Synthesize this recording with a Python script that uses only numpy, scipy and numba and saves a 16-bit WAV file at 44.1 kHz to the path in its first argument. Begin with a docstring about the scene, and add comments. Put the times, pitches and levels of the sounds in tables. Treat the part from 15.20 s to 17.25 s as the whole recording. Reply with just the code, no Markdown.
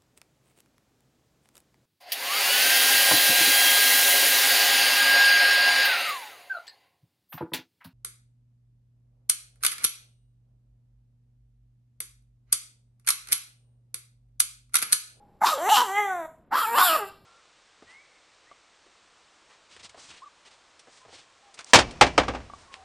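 """Puppy yowling in a small kitchen

Two yowls close to a phone's microphone: hoarse onsets, pitch breaks, half-pitch lines, a clear falling howl.
Vocal-fold pulses and breath noise pass through moving mouth, rasp and treble resonances.
The room answers with a short decaying tail, over a faint dull noise floor and the ring of an earlier howl.
The phone turns down the bass under loud sound and cuts the top."""
import sys
import numpy as np
from scipy import signal
from scipy.fft import rfft, irfft
from scipy.io import wavfile
from scipy.ndimage import uniform_filter1d
from numba import njit

SR = 44100
rng = np.random.default_rng(int(sys.argv[2]) if len(sys.argv) > 2 else 0)


def materialize(psi):
    """Save the field psi as 16-bit PCM at rate SR to the path in sys.argv[1].

    A 1-D psi becomes a single channel; in a 2-D psi each row is a channel.
    """
    bounded = np.clip(np.atleast_2d(psi).T, -1, 1)
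    quanta = np.round(bounded * 32767).astype(np.int16)
    wavfile.write(sys.argv[1], SR, quanta)


def ratio_of_db(decibels):
    """Turn decibels (scalar or array-like) into linear amplitude factors; 0 dB maps to 1."""
    return 10 ** (np.asarray(decibels, float) / 20)


N = 90404   # length [samples]

# Vocal folds: (time [s], mean pitch [Hz], roughness [0-1], half-pitch lines against pitch lines [dB])
VOCAL_FOLDS = [(.2, 820, 0.75, 23), (.243, 897.5, 0.48, 1), (.275, 670.3, 0.79, 0),
               (.32, 616.2, 0.54, -35.5), (.372, 517, 0.22, -29), (.382, 275.1, 0.3, -33),
               (.462, 396.3, 0.12, -82), (.488, 463.5, 0.13, 3), (.496, 718.5, 0.39, -4),
               (.522, 879.8, 0.05, -0.5), (.56, 771, 0.33, -3.5), (.568, 510.2, 0.41, 7),
               (.614, 500, 0.64, -5.5), (.64, 437, 0.18, -38.5), (.686, 376.2, 0, -38.5),
               (.798, 421.7, 0.08, -39), (.873, 392.7, .02, -65.5), (1.07, 305.8, 0.14, -63.5),
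               (1.3, 499.9, 0.7, 14), (1.385, 681.3, 0.82, -23.5), (1.412, 641.5, 0.49, -9),
               (1.424, 472.7, 0.3, -26), (1.456, 423.2, 0.11, -31.5), (1.495, 460.8, 0.27, -9),
               (1.545, 472.9, 0.06, -4.5), (1.558, 570.3, 0.21, -18), (1.605, 766.6, 0.73, -8.5),
               (1.652, 735.2, 0.35, -2), (1.706, 657.2, 0.3, 0), (1.752, 634.6, 0.4, -2.5),
               (1.775, 524.4, 0.5, -28), (1.8, 426.2, 0.06, -31), (1.85, 388.8, 0.1, -34)]
# Effort of the voice: (time [s], mouth level [dB], rasp level [dB], treble level [dB])
EFFORT_LEVELS = [(.202,-90,-87,-88),(.21,-41,-72,-61.5),(.218,-22,-59,-51.5),(.246,-16.5,-40.5,-36),(.268,-22,-25.5,-32.5),
                 (.336,-26.5,-39.5,-37),(.378,-31.5,-48,-48.5),(.448,-27.5,-49,-40),(.485,-21,-40,-36),(.497,-19.5,-27.5,-34),(.526,-14.5,-26,-27.5),
                 (.56,-19.5,-20,-27.5),(.58,-19,-24,-29),(.62,-21.5,-34,-38),(.656,-35,-50,-43),(.72,-29,-63,-45),
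                 (.754,-27,-40.5,-46),(.786,-20,-43,-43),(.83,-27,-46.5,-46.5),(.928,-29,-59.5,-52.5),(1.06,-37,-66.5,-60.5),
                 (1.085,-90.5,-88,-68.5),(1.303,-75.5,-100,-100),(1.314,-32.5,-66.5,-66),(1.334,-20.5,-39.5,-46.5),(1.378,-22.5,-35.5,-35),
                 (1.434,-25,-36.5,-35.5),(1.514,-29,-48,-41.5),(1.586,-16.5,-26.5,-27),
                 (1.624,-16,-28,-25.5),(1.648,-25,-26.5,-20.5),(1.704,-21.5,-27.5,-28),(1.764,-22.5,-35.5,-35.5),
                 (1.79,-35.5,-45.5,-38),(1.834,-32,-54,-55),(1.885,-50,-53,-50.5),(1.91,-60,-59.5,-74.5),(2.05,-75,-74.5,-78)]
# Mouth shape: (time [s], first resonance [Hz], its height [dB], second resonance [Hz], its height [dB],
# rasp resonance [Hz])
MOUTH_SHAPE = [(.24,815,20,1376,7.5,3640),(.28,1134,16,1220,3,3600),(.335,597,23,1200,33,3930),
               (.375,556,13.5,1240,-26,3300),(.47,760,3,1950,3,2730),(.525,805,28.5,1150,-2.5,2930),(.585,996,16.5,1340,-1,3044),
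               (.7,835,7.5,1790,-9,3220),(.77,784.4,12,1946,19.5,3080),(.84,780,4.5,1980,9,3260),(.9,744,9.5,1497,8,3520),
               (1.07,630,8,1208,-13.5,3550),(1.31,736,7,1082,-2.5,2530),(1.35,960,16.5,1470,12,3200),(1.41,1310,21.5,1670,-17,3300),
               (1.44,924,19,1194,32,3030),(1.47,860,15,1401,17,2340),(1.51,870,9,1670,-1.5,2340),(1.565,833,10,1330,-6,2820),(1.622,1120,26,1620,-1,3640),
               (1.66,810,19,1533,22.5,3500),(1.71,650,5,1270,14.5,2880),(1.76,670,7.5,1090,15,2590),(1.83,816,-8,1520,-17,2800)]
# Treble resonances before the head turns: (mean centre [Hz], width of the first pass [Hz], relative level [dB])
TREBLE_RESONANCES = [(6050,380,-3),(7450,480,-2),(8600,600,-7),(10700,700,-5),(12300,900,-4),(13400,600,-7)]
# Spectrum of the room's noise floor: (frequency [Hz], relative level [dB])
FLOOR_SPECTRUM = [(25, -8), (134, -3.5), (716, -14.5), (831, -31.5), (924, -18.5), (4000, -43.5),
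                  (5200, -107)]

# Room and background
EARLIER_HZ, EARLIER_WIDTH_HZ = 820, 74   # ring of an earlier howl; width of each of two passes
EARLIER_START_DB, EARLIER_FALL_DB_PER_S = -60.5, 60.5
FLOOR_DB, FLOOR_SIDE_DB = -61.5, -19   # in the middle; sides against the middle
ROOM_T60_S, ROOM_DB, WALL_CUT_HZ = 0.37, -13, 8800
SIDE_DB, SIDE_LAG_S, SIDE_BASS_DB = -22, .003, -23   # the dog's late upper part and its bass echoes

# Vocal folds and breath
JITTER, JITTER_HZ, SHIMMER_DB, SHIMMER_HZ = .09, 150, 4, 110   # pitch and strength wander at full roughness
LOWEST_HALF_DB = -6   # the lowest half-pitch line is weaker than the others
AIR_DB = -2   # breath noise at full roughness
TREBLE_AIR_DB, STEADY_AIR = 7, .22   # breath feeding the treble; the share that needs no roughness
PULSE_TOP_HZ = 7300   # pulses fade into air above this
GROWL_HZ, GROWL_DB = 194, -30.5

# Mouth and rasp
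FIRST_WIDTH_HZ, SECOND_WIDTH_HZ = 245, 167   # of the first pass
THROAT_TILT_HZ, CHEST_HZ, MOUTH_TOP_HZ = 1100, 270, 2120   # throat low-pass; low and high edge of the voice
UPPER_RASP_HZ, UPPER_RASP_DB, RASP_WIDTH_HZ = 4180, -21.5, 260
RASP_AIR, RASP_WIDE_DB = .38, -11   # share of air in the rasp resonance; broad air around it
RASP_FADES_DB = -42   # below this mouth level the rasp resonance loses to the air around it
CLEAR_TOP_HZ = 3850   # upper edge of the rasp in a clear voice before the turn

# Treble, and the turn of the head between the yowls
TREBLE_FROM_HZ, TREBLE_WANDER, TREBLE_WANDER_HZ = 5400, .012, 11
TURN_S, TURN_DB_PER_KHZ = 1.26, 1.3   # the second yowl is brighter
RING_FOLLOWS, RING_FROM_DB = 1, -26.5   # lowest treble resonance: dB lost per dB of voice below this level
DIP_HZ, TURNED_DIP_HZ, DIP_WIDTH_HZ = 4950, 6150, 1300   # dip in the voice's spectrum, higher after the turn
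DIP_FILL = 2.2   # how readily hoarseness fills the dip and opens the rasp before the turn

# Phone
DUCK_HZ, DUCK_FROM_DB, DUCK_RATIO, DUCK_S = 176, -34.5, 0.55, 0.03   # ratio: bass dB lost per dB of excess
TOP_STOP_HZ = 14200   # the top is down 26 dB from here


def rms_one(x):
    """Scale to rms 1."""
    return x / np.sqrt(np.mean(x ** 2) + 1e-20)


def in_time(rows):
    """Columns of a table, joined by straight lines sample by sample."""
    s, *columns = np.transpose(rows)
    return [np.interp(np.arange(N) / SR, s, c) for c in columns]


def cut(x, hz, kind, order=2):
    """Butterworth filter."""
    return signal.sosfilt(signal.butter(order, hz, kind, fs=SR, output="sos"), x)


def drift(hz):
    """Smooth random wandering of rms 1, slower than hz."""
    return rms_one(cut(rng.standard_normal(N), hz, "low"))


def evened(x):
    """Level held near 1, followed over some 30 ms."""
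    power = uniform_filter1d(uniform_filter1d(x ** 2, size=1300), size=700)
    return x / np.sqrt(power + 1e-12)


@njit
def sweep(x, c, r):
    """Two-pole resonance with a moving centre: c is the cosine of its angle, r the pole radius."""
    y = np.zeros(len(x))
    for i in range(2, len(x)):
        y[i] = (1 - r * r) / 2 * (x[i] - x[i - 2]) + 2 * r * c[i] * y[i - 1] - r * r * y[i - 2]
    return y


def resonance(x, hz, width_hz):
    """A resonance with gain 1 on top; its centre may be fixed or move."""
    return sweep(x, np.cos(2 * np.pi * hz / SR) * np.ones(N), np.exp(-np.pi * width_hz / SR))


def twice(x, hz, width_hz):
    """A steep resonance: two passes, the second twice as wide."""
    return resonance(resonance(x, hz, width_hz), hz, 2 * width_hz)


def earlier_howl():
    """The dying ring of a howl from just before: narrow noise falling steadily in level."""
    ring = rng.standard_normal(N)
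    for _ in range(2):
        ring = resonance(ring, EARLIER_HZ, EARLIER_WIDTH_HZ)
    return rms_one(ring) * ratio_of_db(EARLIER_START_DB - EARLIER_FALL_DB_PER_S * np.arange(N) / SR)


def floor():
    """Dull room noise: white noise shaped to the floor spectrum."""
    hz, db = np.transpose(FLOOR_SPECTRUM)
    f = np.arange(N // 2 + 1) * SR / N + 1
    shape = ratio_of_db(np.interp(np.log(f), np.log(hz), db))
    return rms_one(irfft(rfft(rng.standard_normal(N)) * shape, N))


def vocal_folds():
    """Pulses wavering in period and strength, with half-pitch lines; breath and growl gated by each cycle."""
    hz, rough, half_db = in_time(VOCAL_FOLDS)
    # phase at half the pitch: even multiples are pitch lines, odd ones half-pitch lines
    phase = np.cumsum(np.pi * hz * (1 + JITTER * rough * drift(JITTER_HZ)) / SR)
    pulses = np.zeros(N)
    for k in range(1, 50):
        gain = ratio_of_db(half_db + LOWEST_HALF_DB * (k == 1)) if k % 2 else 1
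        pulses += gain * np.cos(k * phase) * (k * hz < SR * .7)
    pulses = evened(pulses) * ratio_of_db(SHIMMER_DB * rough * drift(SHIMMER_HZ))
    air = rng.standard_normal((3, N)) * (1 + 1.07 * np.cos(2 * phase))
    voice = pulses + ratio_of_db(AIR_DB) * rough * air[0]
    hiss = cut(pulses, PULSE_TOP_HZ, "low", order=6) + ratio_of_db(TREBLE_AIR_DB) * (rough + STEADY_AIR) * air[1]
    growl = rough * ratio_of_db(half_db) * rms_one(twice(air[2], GROWL_HZ, 94))
    return voice, hiss, growl, pulses


def mouth(voice):
    """Two moving mouth resonances beside the throat's low-pass sound, held between the voice's edges."""
    first_hz, first_db, second_hz, second_db, _ = in_time(MOUTH_SHAPE)
    x = cut(voice, THROAT_TILT_HZ, "low")
    x = x + ratio_of_db(first_db) * twice(voice, first_hz, FIRST_WIDTH_HZ)
    x = x + ratio_of_db(second_db) * twice(voice, second_hz, SECOND_WIDTH_HZ)
    return cut(cut(x, CHEST_HZ, "high", order=4), MOUTH_TOP_HZ, "low", order=6)


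def rasp(hiss, pulses, hoarse, open_top, db):
    """A moving resonance of pulses and air, with a fixed one and broad air that grow with hoarseness."""
    rasp_hz = in_time(MOUTH_SHAPE)[-1]
    source = RASP_AIR * hiss + (1 - RASP_AIR) * pulses
    moving = twice(source, rasp_hz, RASP_WIDTH_HZ) * ratio_of_db(np.minimum(db - RASP_FADES_DB, 0))
    upper = ratio_of_db(UPPER_RASP_DB) * hoarse * twice(hiss, UPPER_RASP_HZ, RASP_WIDTH_HZ)
    broad = ratio_of_db(RASP_WIDE_DB) * np.sqrt(hoarse) * cut(hiss, [2200, 5600], "band", order=4)
    x = moving + upper + broad
    return open_top * x + (1 - open_top) * cut(x, CLEAR_TOP_HZ, "low", order=8)


def treble(hiss, turned, db):
    """Slightly wandering high resonances; the lowest swells with the voice and is 20 dB weaker after the turn."""
    ring_db = RING_FOLLOWS * np.minimum(db - RING_FROM_DB, 0) - 20 * turned
    x = np.zeros(N)
    for k, (hz, width_hz, level_db) in enumerate(TREBLE_RESONANCES):
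        gain = ratio_of_db(level_db + TURN_DB_PER_KHZ * hz / 1000 * turned + ring_db * (k == 0))
        centre_hz = hz * (1 + TREBLE_WANDER * drift(TREBLE_WANDER_HZ))
        x += gain * twice(hiss, centre_hz, width_hz)
    return cut(x, TREBLE_FROM_HZ, "high", order=8)


def puppy():
    """Folds through mouth, rasp and treble, each at its own effort; then a dip that hoarseness fills in."""
    voice, hiss, growl, pulses = vocal_folds()
    hoarse = in_time(VOCAL_FOLDS)[1]
    lately = uniform_filter1d(hoarse, size=6000)   # hoarseness over a seventh of a second
    turned = np.arange(N) > TURN_S * SR
    db, rasp_db, treble_db = in_time(EFFORT_LEVELS)
    open_top = np.clip(DIP_FILL * lately + turned, 0, 1)
    dog = ratio_of_db(db) * (evened(mouth(voice)) + ratio_of_db(GROWL_DB) * growl)
    dog = dog + ratio_of_db(rasp_db) * evened(rasp(hiss, pulses, hoarse, open_top, db))
    dog = dog + ratio_of_db(treble_db) * evened(treble(hiss, turned, db))
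    dip_hz = np.where(turned, TURNED_DIP_HZ, DIP_HZ)
    depth = np.clip(1 - np.where(turned, hoarse, DIP_FILL * lately), 0, 1)
    for _ in range(2):
        dog = dog - depth * resonance(dog, dip_hz, DIP_WIDTH_HZ)
    return dog


def kitchen(x, cut_hz):
    """Dense dull echoes that die away: low-passed noise under an exponential decay."""
    t = np.arange(SR) / SR
    tail = cut(rng.standard_normal(SR), cut_hz, "low") * ratio_of_db(-60 * t / ROOM_T60_S) * (t > .004)
    return signal.fftconvolve(x, tail / np.sqrt(np.sum(tail ** 2)))[:N]


def scene():
    """Dog in the middle of the stereo picture, a little of it and of the room to the sides."""
    dog = puppy()
    mid = dog + ratio_of_db(ROOM_DB) * kitchen(dog, WALL_CUT_HZ) + ratio_of_db(FLOOR_DB) * floor() + earlier_howl()
    side = ratio_of_db(SIDE_DB) * np.roll(cut(dog, 2600, "high"), int(SIDE_LAG_S * SR))
    side = side + ratio_of_db(SIDE_BASS_DB) * kitchen(cut(dog, 160, "low"), 3000)
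    side = side + ratio_of_db(FLOOR_DB + FLOOR_SIDE_DB) * floor()
    return np.array([mid + side, mid - side])


def band_limit(x):
    """A steep low-pass at the top of the band."""
    return signal.sosfilt(signal.butter(12, 15880, fs=SR, output="sos"), x)


def record(dry):
    """The phone ducks the bass under loud sound and cuts the top."""
    power = uniform_filter1d(np.mean(dry ** 2, axis=0), size=int(DUCK_S * SR))
    level_db = 10 * np.log10(power + 1e-12)
    duck = ratio_of_db(-DUCK_RATIO * np.maximum(level_db - DUCK_FROM_DB, 0))
    f = np.arange(N // 2 + 1) * SR / N
    bass = irfft(rfft(dry) / (1 + (f / DUCK_HZ) ** 8), N)
    ducked = dry - (1 - duck) * bass
    mix = signal.sosfilt(signal.cheby2(10, 26, TOP_STOP_HZ, fs=SR, output="sos"), ducked)
    return band_limit(mix)


dry = scene()
out = record(dry)
materialize(out)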